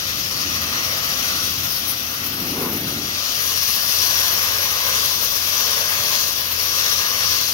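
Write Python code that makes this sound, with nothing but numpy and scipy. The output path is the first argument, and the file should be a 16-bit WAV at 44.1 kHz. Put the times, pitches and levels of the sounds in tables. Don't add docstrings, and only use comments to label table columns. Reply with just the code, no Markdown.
import sys
import numpy as np
from scipy import signal
from scipy.fft import rfft, irfft
from scipy.io import wavfile
from scipy.ndimage import uniform_filter1d

SR = 44100
rng = np.random.default_rng(int(sys.argv[2]) if len(sys.argv) > 2 else 0)


def log_audio(samples):
    frames = np.atleast_2d(samples).T
    limited = np.clip(frames, -1, 1)
    pcm = np.round(limited * 32767).astype(np.int16)
    wavfile.write(sys.argv[1], SR, pcm)


N = 332073
T = np.arange(N) / SR

FRAME, HOP = 512, 128
HZ = np.fft.rfftfreq(FRAME, 1 / SR)
FRAME_S = np.arange(N // HOP + 5) * HOP / SR


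def amp(db):
    return 10 ** (np.asarray(db) / 20)


def unit(x):
    return x / np.sqrt(np.mean(x ** 2) + 1e-20)


def read(points, hz):
    table_hz, value = np.transpose(points)
    return np.interp(np.log(hz + 1), np.log(table_hz + 1), value)


def follow(table, t, order):
    rows = np.array(table)
    return np.interp(t, rows[:, 0], rows[:, order])


def per_frame(curve):
    return np.interp(FRAME_S, T, curve)[:, None]


def wander(slow_hz, fast_hz):
    f = np.fft.rfftfreq(N, 1 / SR) + 1e-6
    spectrum = rfft(rng.standard_normal(N))
    spectrum = spectrum / (1 + (slow_hz / f) ** 4) / (1 + (f / fast_hz) ** 4)
    return unit(irfft(spectrum, N))


def bump(s, length):
    return np.exp(-np.pi * ((T - s) / length) ** 2)


def swell(start, rise, hold, fall):
    return np.interp(T - start, np.cumsum([0, rise, hold, fall]), [0, 1, 1, 0])


def low_noise(colour, spread):
    noise = rfft(rng.standard_normal((2, N)))
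    mid, side = irfft(noise * amp(read(colour, np.fft.rfftfreq(N, 1 / SR))), N)
    return unit(mid) + spread * unit(side) * np.array([[1], [-1]])


def turbulence(colour_db, patchy_db, echo):
    # time_s, ground_echo_lag_ms, direct_share_in_treble (0-1)
    path = [(0, 1.57, 0.4), (1.3, 1.54, 0.66), (2.0, 1.51, 0.34), (3.0, 1.45, 0.6), (3.6, 1.78, 1),
            (4.3, 1.95, 0.64), (7.53, 1.81, 0.34)]
    # frequency_hz, direct_share (0-1)
    direct = [(100, 0.27), (600, 0.68), (1100, 0.9), (2200, 0.83), (3100, 0.24), (4000, 0.7), (5500, 0.35)]
    # frequency_hz, left_minus_right_db
    balance = [(550, 0.4), (900, 1), (1220, -6), (1750, -3), (2050, 0.3), (2350, 0.2), (3100, 5.8),
               (3650, 2.5), (4400, 6), (5300, 18.8), (6400, 22), (7700, 14), (10000, 17), (11500, 12.5),
               (15500, 12)]
    # frequency_hz, left_lead_rad
    port_phase = [(100, 0.1), (650, 0.8), (1080, 0.3), (1350, 2.1), (1700, 2.1), (1900, 3.35), (2300, 3),
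                  (2500, 4.8), (2900, 6.4), (3650, 9.5), (4900, 12), (6000, 11.4), (8000, 12.6),
                  (12000, 15), (16000, 18)]
    echo_skew = 0.026

    shape = (len(FRAME_S), len(HZ))
    noise = rng.standard_normal((3, *shape)) + 1j * rng.standard_normal((3, *shape))
    patches = uniform_filter1d(rng.standard_normal(shape), size=30, axis=0)
    patches = unit(uniform_filter1d(patches, size=4, axis=1))

    lag_s = follow(path, FRAME_S, order=1)[:, None] / 1000
    lag_s = lag_s * (1 + echo_skew * np.array([1, -1])[:, None, None])
    reflection = echo / (1 + (HZ / 3300) ** 2)
    comb = abs(1 + reflection * np.exp(-2j * np.pi * HZ * lag_s))

    treble = np.clip((HZ - 3600) / 1800, 0, 1)
    treble_share = follow(path, FRAME_S, order=2)[:, None]
    share = np.clip((1 - treble) * read(direct, HZ) + treble * treble_share, 0, 1)
    left, right = np.sqrt(share) * comb * noise[0] + np.sqrt(1 - share) * noise[1:]
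    right = right * amp(-read(balance, HZ)) * np.exp(-1j * read(port_phase, HZ))

    spectra = np.array([left, right]) * amp(colour_db + patchy_db * patches)
    sound = signal.istft(spectra.transpose(0, 2, 1), nperseg=FRAME, noverlap=FRAME - HOP)[1][:, :N]
    return sound / sound.mean(0).std()


def compressor():
    # multiple_of_firing_rate, level_db
    orders = [(1, -69), (2, -46.5), (6, -63), (10, -61.5), (12, -55.5)]
    # frequency_hz, relative_density_db (per Hz)
    drone_colour = [(20, -42), (34, -28), (45, -2.5), (65, -1.5), (90, 3), (130, 1), (220, -9),
                    (500, -26.5), (1500, -37)]
    firing_hz = 43.44

    turns = np.cumsum(firing_hz * (1 + 0.005 * wander(0.37, 5.4))) / SR
    lines = np.zeros(N)
    for multiple, level_db in orders:
        level = amp(level_db + 1.9 * wander(0.26, 3.6))
        lines += level * np.sin(2 * np.pi * (multiple * turns + rng.random()))
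    drone_db = np.interp(T, [1, 4.5], [-41, -46])
    drone = low_noise(drone_colour, spread=0.13) * amp(drone_db)
    return np.sqrt(2) * lines + drone


def yard(x, wet_db, t60, drift_s, count=14):
    delay_s = rng.uniform(.004, .04, count)
    gain = rng.choice([-1, 1], count) * amp(-60 * delay_s / t60)
    gain *= amp(wet_db) / np.linalg.norm(gain)
    sway_hz = rng.uniform(0.0989, .4, count)
    start = rng.random(count)
    out = x.copy()
    for d, g, rate, phase in zip(delay_s, gain, sway_hz, start):
        late = d + drift_s * np.sin(2 * np.pi * (rate * T + phase))
        out += g * np.array([np.interp(T - late, T, port) for port in x])
    return out / np.sqrt(1 + amp(wet_db) ** 2)


def deflected_air(flare_db):
    # time_s, level_db
    rush_bed = [(0, -42), (2.2, -43), (3.2, -45.5), (3.7, -51)]
    # start_s, rise_s, hold_s, fall_s, level_db
    rush_swells = [(0.375, 0.093, .05, .55, -38), (1.42, 0.12, 0.057, 0.22, -41),
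                   (2.137, 0.4, 0.37, .3, -29.5)]
    # frequency_hz, relative_density_db (per Hz)
    rush_colour = [(40, -26), (90, -6), (150, 0.5), (250, 4), (350, 0.5), (480, -11), (800, -14),
                   (1500, -26.5), (4000, -35)]
    # centre_s, length_s, level_db
    gulp = (2.646, 0.16, -29)
    # frequency_hz, relative_density_db (per Hz)
    gulp_colour = [(200, -14), (420, 10), (520, 0.5), (700, -7), (1050, 2), (1400, -9), (2200, -20),
                   (5000, -44)]
    rush_follows = .7

    power = amp(follow(rush_bed, T, order=1) + rush_follows * flare_db) ** 2
    for start, rise, hold, fall, level_db in rush_swells:
        power = power + (amp(level_db) * swell(start, rise, hold, fall)) ** 2
    flutter = amp(.3 * wander(5.2, 25))
    rush = low_noise(rush_colour, spread=0.066) * np.sqrt(power) * flutter
    centre, length, level_db = gulp
    return rush + low_noise(gulp_colour, spread=0.3) * amp(level_db) * bump(centre, length)


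def grit(feed):
    # time_s, level_db
    sizzle_level = [(0, -34), (.3, -34), (1.35, -30), (2.15, -31.8), (2.7, -29), (3.17, -35.5),
                    (3.38, -27.5), (3.8, -25), (7.53, -28.5)]
    # centre_s, length_s, level_db, ringing_edge_level_db
    spurts = [(1.252, .05, -32, -46), (1.733, 0.081, -28, -47), (1.898, 0.06, -25, -33),
              (2.27, 0.016, -28, -38), (3.7, 0.051, -33, -33), (6.03, 0.032, -29, -44)]
    # frequency_hz, relative_density_db (per Hz)
    grit_colour = [(2000, -10), (5500, -8), (7500, -34), (8500, -13), (9800, -8.5), (10600, 4), (11600, 3),
                   (13200, 7), (14500, 6.5), (16000, -0.5)]
    edge_hz, edge_half_width_hz = 10480, 120

    steady_db = follow(sizzle_level, T, order=1)
    power = amp(steady_db + 1.35 * feed) ** 2
    ring = amp(steady_db - 27 + 2.4 * feed)
    for centre, length, level_db, ring_db in spurts:
        power = power + (amp(level_db) * bump(centre, length)) ** 2
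        ring = ring + amp(ring_db) * bump(centre, length)
    clusters = amp(.5 * wander(60, 1200))
    sizzle = turbulence(read(grit_colour, HZ), patchy_db=2.26, echo=0.22) * np.sqrt(power) * clusters
    edge_db = -20 * np.log10(1 + ((HZ - edge_hz) / edge_half_width_hz) ** 2)
    return sizzle + turbulence(edge_db, patchy_db=2, echo=0) * ring


def strokes():
    # on_s, off_s, roar_gain_db, hiss_flare_on_db, hiss_flare_off_db
    stroke_table = [(0.617, 1.36, 5.5, 0, 1.5), (4.155, 5.017, 7, 3, 3), (5.61, 6.167, 6, 2, 4),
                    (6.827, 7.345, 5, 3, 3.5)]
    lead_s, rise_s, lag_s, fall_s = 0.11, 0.16, 0.052, 0.046
    rim_s = 0.32
    gap_rest_hz, bend_on_hz_per_db, bend_off_hz_per_db = 5110, 89, -13

    plate_db, flare_on, flare_off = np.zeros((3, N))
    for on, off, gain_db, on_db, off_db in stroke_table:
        arrived = (1 + np.tanh((T - on + lead_s) / rise_s)) / 2
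        gone = (1 + np.tanh((T - off - lag_s) / fall_s)) / 2
        plate_db += gain_db * arrived * (1 - gone)
        flare_on += on_db * bump(on, rim_s)
        flare_off += off_db * bump(off, rim_s)
    gap_hz = gap_rest_hz + bend_on_hz_per_db * flare_on + bend_off_hz_per_db * flare_off
    return plate_db, flare_on + flare_off, gap_hz


def air_jet(feed, plate_db, flare_db, gap_hz):
    # time_s, jet_level_db
    exposure = [(0, -3), (1.3, -1.5), (2.78, -9), (3.27, 0), (3.65, 0), (3.95, 1.2), (4.7, -.5), (5.9, 0),
                (6.45, -3), (6.9, 0.5), (7.53, -1.2)]
    # frequency_hz, relative_density_db (per Hz)
    roar_colour = [(150, -8), (330, -14.5), (520, -1.5), (850, -4.5), (1100, 0.5), (1350, -1.5),
                   (1650, 0.5), (2050, 7.5), (2350, 2.5), (2850, 4), (3700, 3.5), (5000, -7), (8000, -19.5)]
    # frequency_hz, relative_density_db (per Hz)
    hiss_colour = [(1000, -22), (2200, -14.5), (3200, -6.5), (4300, -4), (5200, -5), (5750, -0.5),
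                   (6200, -1.5), (6800, -8.5), (7500, -18.5), (8400, -20), (10000, -14), (16000, -10.5)]
    roar_db, hiss_db = -32.5, -24
    roar_follows = 0.15
    plate_hz = 2330

    view_db = follow(exposure, T, order=1)
    deepen_db = per_frame(plate_db - plate_db.mean()) / (1 + (HZ / plate_hz) ** 4)
    roar = turbulence(read(roar_colour, HZ) + deepen_db, patchy_db=1.32, echo=0.43)
    roar = roar * amp(roar_db + roar_follows * view_db + 0.49 * feed)

    gap_db = 5 * np.exp(-((HZ - per_frame(gap_hz)) / 800) ** 2)
    hiss = turbulence(read(hiss_colour, HZ) + gap_db, patchy_db=1.6, echo=0.34)
    flutter_db = 0.4 * feed + 0.21 * wander(7.2, 35)
    return roar + hiss * amp(hiss_db + view_db + flare_db + flutter_db)


def scene():
    feed = wander(2.8, 23)
    plate_db, flare_db, gap_hz = strokes()
    blast = air_jet(feed, plate_db, flare_db, gap_hz) + grit(feed)
    blast = yard(blast, wet_db=-12, t60=0.061, drift_s=0.000401)
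    return blast + deflected_air(flare_db) + compressor()


def record(dry):
    low_cut = signal.butter(4, 38, "highpass", fs=SR, output="sos")
    lean = signal.sosfilt(low_cut, dry)
    cut_hz = 15850
    taps = signal.firwin(801, cut_hz, window=("kaiser", 8), fs=SR)
    return signal.oaconvolve(lean, taps[None], "same", axes=1)


dry = scene()
out = record(dry)
log_audio(out)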